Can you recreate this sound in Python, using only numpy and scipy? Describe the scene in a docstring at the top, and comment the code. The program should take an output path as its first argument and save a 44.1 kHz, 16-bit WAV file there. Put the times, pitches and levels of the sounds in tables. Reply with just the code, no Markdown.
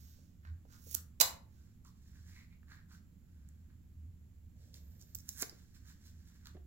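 """In a small humming room, hands arrange pipe cleaners on a folded paper card on a cloth-covered table.
Stick-slip friction makes fingers rub and bristles rustle; a wire drags, catches and lets go with a click.
Once the card buckles with a loud snap, and its modes ring on.
The listener is close, a little to the left of the work."""
import sys
import numpy as np
from scipy import signal
from scipy.fft import rfft, irfft
from scipy.io import wavfile

SR = 44100
rng = np.random.default_rng(int(sys.argv[2]) if len(sys.argv) > 2 else 0)


def store_pcm(level_fs):
    """Save levels as 16-bit WAV."""
    pcm = np.round(np.clip(level_fs, -1, 1) * 32767).astype(np.int16)
    wavfile.write(sys.argv[1], SR, np.atleast_2d(pcm).T)


N = 293706
TIME = np.arange(N) / SR

# Spectrum of a contact muffled by cloth. Each row: frequency in Hz, relative level in dB.
MUFFLED_SPECTRUM = [(60, -7.5), (170, -8.5), (300, -3), (500, 5), (700, -4), (1000, -13), (1500, -22),
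                    (5000, -32), (16000, -56.5)]


def amp(db):
    """Decibels to amplitude ratio."""
    return 10 ** (np.asarray(db) / 20)


def unit(x):
    """Normalisation to an rms of 1."""
    return x / np.sqrt(np.mean(x ** 2) + 1e-30)


def read(points, hz):
    """Interpolation of a table on a log-frequency axis."""
    freqs, values = np.transpose(points)
    return np.interp(np.log(hz + 1), np.log(freqs + 1), values)


def add(mix, start_s, sound):
    """Superposition of a sound on the mix."""
    part = mix[round(start_s * SR):][:len(sound)]
    part += sound[:len(part)]


def colour(x, spectrum, pitch=1):
    """Minimum-phase filtering by a spectrum, shifted by a pitch factor."""
    size = 4096
    hz = abs(np.fft.fftfreq(size, 1 / SR))
    log_gain = np.log(amp(read(spectrum, hz / pitch)))
    response = np.exp(np.conj(signal.hilbert(log_gain)))
    taps = np.fft.ifft(response).real[:size // 2]
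    return signal.fftconvolve(x, taps)[:len(x)]


def resonate(x, hz, width_hz):
    """A single damped resonance."""
    r = np.exp(-np.pi * width_hz / SR)
    return 2 * signal.lfilter([1 - r], [1, -r * np.exp(2j * np.pi * hz / SR)], x).real


def noise_band(hz, width_hz):
    """Narrow-band noise from two equal resonances in series."""
    once = resonate(rng.standard_normal(N), hz, width_hz)
    return unit(resonate(once, hz, width_hz))


def noise_pair(spectrum, coherence, left_db):
    """Partly coherent noise at two microphones; left_db is left minus right."""
    left, other = (unit(colour(rng.standard_normal(N), spectrum)) for _ in range(2))
    right = coherence * left + np.sqrt(1 - coherence ** 2) * other
    return np.array([amp(left_db / 2) * left, amp(-left_db / 2) * right])


def wander(rate_hz):
    """Slow random motion: low-pass noise with an rms of 1."""
    hz = np.fft.rfftfreq(N, 1 / SR)
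    return unit(irfft(rfft(rng.standard_normal(N)) * np.exp(-(hz / rate_hz) ** 2), N))


def held(spans, fade_s=.015):
    """Envelope of slow movements that fade in, hold and fade out."""
    return sum(amp(db) * (1 + np.tanh((TIME - start) / fade_s)) * (1 + np.tanh((end - TIME) / fade_s)) / 4
               for start, end, db in spans)


def burst(decay_ms, size=6000):
    """Impulsive excitation: noise with an exponential decay."""
    return rng.choice([-1, 1], size) * np.exp(-np.arange(size) / SR * 1000 / decay_ms)


def with_energy(x, db):
    """Gives a transient the energy of one millisecond at this rms level."""
    return amp(db) * x * np.sqrt(SR / 1000 / np.sum(x ** 2))


def slips(per_s, spread_db):
    """Stick-slip friction: a random train of tiny impulses of uneven size."""
    sizes = amp(spread_db * np.minimum(rng.exponential(1, N), 4))
    return sizes * rng.choice([-1, 1], N) * (rng.random(N) < per_s / SR)


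def background():
    """Ventilation gives broadband rumble and a randomly modulated hum; microphone self-noise adds hiss."""
    # Each row: frequency in Hz, relative spectral density in dB.
    rumble_spectrum = [(15, -10.5), (25, -10), (40, -11), (60, -5), (80, -5.5), (105, -6), (135, -14.5),
                       (175, -9.5), (200, -15.5), (230, -15), (300, -25), (400, -39), (600, -50),
                       (2000, -81)]
    hiss_spectrum = [(100, -5), (350, 13.5), (600, 5), (1000, 1), (2000, 0.5), (3000, -2.5), (5500, -5),
                     (7200, -6.5), (9000, -1.5), (12000, -1.5), (16000, -1.5)]
    # Swells of the hum. Each row: peak time in seconds, half length in seconds, gain in dB.
    swells = [(0.508, 0.072, 11), (0.953, .12, 5.5), (4.101, 0.21, 11)]
    hum_hz = 75.9 + 6 * unit(resonate(rng.standard_normal(N), 0, width_hz=9))
    swell_db = sum(db * np.exp(-((TIME - peak) / half) ** 2) for peak, half, db in swells)
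    waver_db = 3 * wander(rate_hz=6)
    tone = np.sqrt(2) * np.sin(2 * np.pi * np.cumsum(hum_hz) / SR)
    hum = amp([[-62], [-60]]) * tone * amp(swell_db + waver_db)
    rumble = amp(-59) * noise_pair(rumble_spectrum, coherence=0.9, left_db=-4)
    hiss = amp(-78) * noise_pair(hiss_spectrum, coherence=0.1, left_db=-2.5)
    hiss[1] += amp(-84.5) * noise_band(7250, width_hz=1500)  # on the right only
    return hum + rumble + hiss


def room(x, gap_s, build_s):
    """Reverberation: dense reflections build up and decay, the treble first."""
    # Each row: frequency in Hz, time to decay by 60 dB in seconds.
    decay_times = [(200, 0.55), (1000, 0.41), (2500, 0.32), (5000, .25), (8000, .23), (15000, 0.22)]
    hz, t, spectra = signal.stft(rng.standard_normal((2, SR // 2)), SR, nperseg=256)
    decay = amp(-60 * t / read(decay_times, hz)[:, None])
    tail = signal.istft(spectra * decay, SR, nperseg=256)[1]
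    age = np.maximum(np.arange(tail.shape[1]) / SR - gap_s, 0)
    tail *= 1 - np.exp(-age / build_s)
    return signal.fftconvolve(x[None], tail / np.linalg.norm(tail[0]), axes=1)[:, :N]


def direct(x):
    """Time and level differences: the direct sound reaches the right microphone first and louder."""
    # Each row: frequency in Hz, left minus right level in dB.
    balance = [(100, -1.5), (1000, -8.5), (3000, -6.5), (6000, -10), (14000, -11.5)]
    # Where the work lies. Each row: start and end in seconds, left lag in ms, share of the balance.
    places = [(0, 1.6, .32, 1), (1.6, 7, .1, 0.6)]
    out = np.zeros((2, N))
    for start, end, lag_ms, share in places:
        early = x * (TIME >= start) * (TIME < end)
        late = np.interp(TIME - lag_ms / 1000, TIME, early)
        out[0] += colour(late, [(hz, share * db / 2) for hz, db in balance])
        out[1] += colour(early, [(hz, -share * db / 2) for hz, db in balance])
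    return out


def fibres_and_sleeve():
    """Sliding friction: fine fibres whistle faintly, and a sleeve shuffles as the arm reaches in."""
    # Each row: start and end in seconds, relative level in dB.
    whistles = [(-.05, .14, -72.5), (4.77, 5.14, -74)]
    shuffles = [(4.55, 5.12, -83)]
    whistle = noise_band(13700, width_hz=730)
    cloth = resonate(colour(slips(per_s=500, spread_db=3), MUFFLED_SPECTRUM), 528, width_hz=450)
    return whistle * held(whistles) + unit(cloth) * held(shuffles)


def card_and_bristles(rise_share=.4):
    """Resonance: the card sounds hollow under rubbing fingers, and briefly just after the wire's click.
    The bristles brush along."""
    # Each row: frequency in Hz, relative spectral density in dB.
    rub_spectrum = [(200, -9), (600, -10.5), (950, 0.5), (1300, -2), (2400, -1), (3000, -3.5), (3900, -4.5),
                    (5200, -9), (16000, -28.5)]
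    bristle_spectrum = [(300, -17.5), (2000, -13.5), (3200, -4), (4000, -1), (5500, 1.5), (7300, 2),
                        (9000, -2), (12000, -6), (16000, -2)]
    # Resting fingers shift. Each row: start and end in seconds, relative level in dB.
    fidgets = [(1.95, 2.3, -78), (4.75, 5.15, -79), (5.48, 5.7, -74.5), (5.7, 6.55, -79.5)]
    # Each row: peak time and length in seconds, relative card level in dB, card resonance in Hz,
    # relative bristle level in dB.
    rustles = [(0.01, 0.37, -82.5, 1640, -69), (0.464, 0.066, -68, 1620, -86),
               (0.737, 0.099, -70, 1450, -67), (0.971, 0.038, -65, 1450, -58), (1.6, .24, -86, 1490, -78),
               (1.868, .05, -71, 1100, -67.5), (2.16, 0.11, -78.5, 1645, -81.5),
               (2.296, 0.09, -73, 1740, -68), (2.38, 0.11, -66.5, 2080, -70.5),
               (2.523, 0.047, -73, 2230, -88), (2.72, 0.084, -62.5, 1640, -69.5),
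               (2.787, .04, -76, 1680, -95.5), (2.928, 0.076, -70, 1470, -66), (3.4, .45, -87, 1540, -85.5),
               (3.703, 0.028, -76, 1558, -91), (4.639, 0.16, -87.5, 1670, -74),
               (4.755, 0.046, -79, 1920, -62.5), (5.01, 0.037, -108.5, 1756, -68),
               (5.33, 0.38, -78.5, 1620, -72), (5.403, 0.058, -60.5, 1620, -72),
               (5.756, 0.033, -71.5, 1700, -65.5), (5.885, 0.074, -70.5, 1590, -64.5),
               (6.063, 0.057, -79.5, 1580, -64.5), (6.32, 0.27, -84, 1618, -84),
               (6.47, 0.042, -66.5, 1466, -70)]
    rub = colour(slips(per_s=1400, spread_db=4.5), rub_spectrum)
    rasp = amp(-11.5) * resonate(rub, 4100, width_hz=900)  # the stiff card's upper modes
    brush = unit(colour(slips(per_s=2100, spread_db=-0.5), bristle_spectrum))
    resting = amp(-10) * unit(resonate(rub, 1710, width_hz=380) + rasp) + brush
    out = resting * held(fidgets) * amp(3 * wander(rate_hz=26))
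    for peak, length, card_db, hollow_hz, bristle_db in rustles:
        flank_s = length * np.where(TIME < peak, rise_share, 1 - rise_share)
        envelope = np.exp(-((TIME - peak) / flank_s) ** 2)
        hollow = resonate(rub, hollow_hz, width_hz=310)
        out += envelope * (amp(card_db) * unit(hollow + rasp) + amp(bristle_db) * brush)
    return out


def knocks(decay_ms=5.5, rise_share=0.39):
    """Damped impacts on the cloth-covered table: lower ones start more softly and last longer."""
    # Each row: start in seconds, energy in dB as rms over 1 ms, pitch factor.
    touches = [(.185, -62.5, 0.99), (.449, -54, 3), (.650, -57.5, 1.15), (.865, -51.5, 0.73),
               (.950, -53, 0.52), (1.2037, -34, 0.99), (1.850, -60, 2.6), (2.629, -62.5, 3.2),
               (5.149, -58, 0.55), (5.4237, -37.5, 0.74), (5.4252, -39, 3.2), (5.4294, -42.5, 3.6),
               (5.524, -54, 0.85), (6.547, -43, 0.6), (6.566, -47.5, 0.8)]
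    out = np.zeros(N)
    for start, db, pitch in touches:
        push = burst(decay_ms / pitch ** .5)
        onset = 1 - abs(push) ** (1 / rise_share)  # rises in this share of the decay time
        add(out, start, with_energy(colour(push * onset, MUFFLED_SPECTRUM, pitch), db))
    return out


def wire_ring(scratch, ring_hz, ring_db):
    """Resonance of the free length of wire, added to its scratch; damping grows as frequency squared."""
    ring = resonate(scratch, ring_hz, width_hz=ring_hz ** 2 / 22000)
    return unit(amp(ring_db) * unit(ring) + unit(scratch))


def wire(release_s=.003, click_ms=.85):
    """Stick and slip: a pipe cleaner's wire scratches harder and harder, then lets go with a click."""
    # Each row: frequency in Hz, relative spectral density in dB.
    wire_spectrum = [(150, -17), (400, -18), (800, -25), (1600, -15.5), (3000, -16), (4200, -8),
                     (6500, -2.5), (9000, -5), (12000, -5), (16000, -1.5)]
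    # Each row: release time and build-up in seconds, level at release in dB, ring in Hz.
    drags = [(.949, 0.061, -48.5, 10700), (5.205, 0.011, -56.5, 5450), (5.292, 0.003, -41.5, 6960),
             (5.335, 0.061, -60, 10500), (5.422, 0.03, -38.5, 8400)]
    # Each row: start in seconds, energy in dB as rms over 1 ms, ring in Hz.
    clicks = [(0.9123, -39.5, 11400), (0.918, -48, 12000), (.9293, -44.5, 11500), (0.9461, -28, 11500),
              (.9498, -21.5, 10300), (1.277, -45.5, 13000), (1.849, -59, 6500), (3.4886, -56.5, 7440),
              (4.742, -47.5, 4250), (5.013, -51.5, 6400), (5.024, -52.5, 6780), (5.1487, -37, 6500),
              (5.153, -31, 12500), (5.1874, -48, 8200), (5.2908, -30.5, 11000), (5.4205, -30, 14200),
              (5.4232, -23, 13200), (5.4295, -35, 4270), (5.496, -43, 4870), (6.457, -50.5, 3900),
              (6.47, -46.5, 3500)]
    scratch = colour(slips(per_s=2800, spread_db=2.5), wire_spectrum)
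    out = np.zeros(N)
    for peak, build_s, db, ring_hz in drags:
        force = np.exp(-abs(TIME - peak) / np.where(TIME < peak, build_s, release_s))
        out += amp(db) * force * wire_ring(scratch, ring_hz, ring_db=-4)
    for start, db, ring_hz in clicks:
        decay_ms = click_ms / (ring_hz / 8000) ** .8
        tick = colour(burst(decay_ms), wire_spectrum)
        add(out, start, with_energy(wire_ring(tick, ring_hz, ring_db=13.5), db))
    return out


def card_snap(rise_s=.0005, fade_share=.3):
    """Buckling: a run of tiny cracks holds while the crease travels, then dies away."""
    # Each row: frequency in Hz, relative spectral density in dB.
    crack_spectrum = [(100, -25), (300, -18), (550, -5), (750, -4.5), (1050, -3), (1300, -5.5), (2400, -7),
                      (3300, -9), (4000, 4), (4600, -2), (5500, 0.5), (8000, 0.5), (12000, -2),
                      (16000, -3.5)]
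    # Each row: start and length in seconds, level in dB.
    buckles = [(1.2007, 0.0035, -24), (1.208, 0.0089, -19.5), (5.4233, 0.00027, -19)]
    force = np.zeros(N)
    for start, length, db in buckles:
        age = np.maximum(TIME - start, 0)
        fade = np.exp(-np.maximum(age - length, 0) / (fade_share * length))
        force += amp(db) * (1 - np.exp(-age / rise_s)) * fade
    cracks = rng.choice([-1., 1.], N)
    return colour(cracks * force, crack_spectrum) / np.std(colour(cracks, crack_spectrum))


def card_ring(start_s=1.21, rise_s=0.0061, db=-39.5):
    """Free vibration: the card's modes swell in the snap and ring on, in another phase on each side."""
    # Each row: frequency in Hz, relative level in dB.
    modes = [(520, -7), (689, -2.5), (782, -6.5), (991, -2.5), (1039, -5.5), (1090, -5), (1135, -6.5),
             (1534, -6), (2153, -8), (3424, -4), (3915, -6), (4032, 3), (4177, 0), (4554, -5)]
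    # Each row: frequency in Hz, time to decay by 60 dB in seconds.
    decay_times = [(500, .22), (1050, .35), (2000, 0.23), (4500, .22)]
    t = np.arange(SR // 2) / SR
    onset = 1 - np.exp(-t / rise_s)
    out = np.zeros((2, N))
    for hz, mode_db in modes:
        fade = amp(db + mode_db - 60 * t / read(decay_times, hz))
        phase = 2 * np.pi * (hz * t + rng.random())
        for side in out:
            add(side, start_s, fade * onset * np.sin(phase + 0.88 * rng.standard_normal()))
    return out


def scene():
    """Superposition of direct sound, reverberation, the ringing card and the background."""
    rubs = card_and_bristles() + fibres_and_sleeve()
    scratches, touches, cracks = wire(), knocks(), card_snap()
    near = direct(amp(-1) * rubs + scratches + touches + cracks)
    into_room = amp(-4.5) * rubs + amp(-9.5) * scratches + amp(-9) * touches + amp(-4) * cracks
    return near + room(into_room, gap_s=0.0018, build_s=0.0031) + card_ring() + background()


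def record(dry):
    """The frequency response of the microphones, then a low-pass band limit."""
    # Each row: frequency in Hz, gain in dB.
    response = [(20, -1), (7600, 1.5), (8300, -8), (9500, -8), (11000, 0), (13000, 0.5), (16000, 0.5)]
    heard = np.array([colour(side, response) for side in dry])
    low_pass = signal.firwin(301, 16050, window=("kaiser", 8), fs=SR)
    return signal.oaconvolve(heard, low_pass[None], "same")


dry = scene()
out = record(dry)
store_pcm(out)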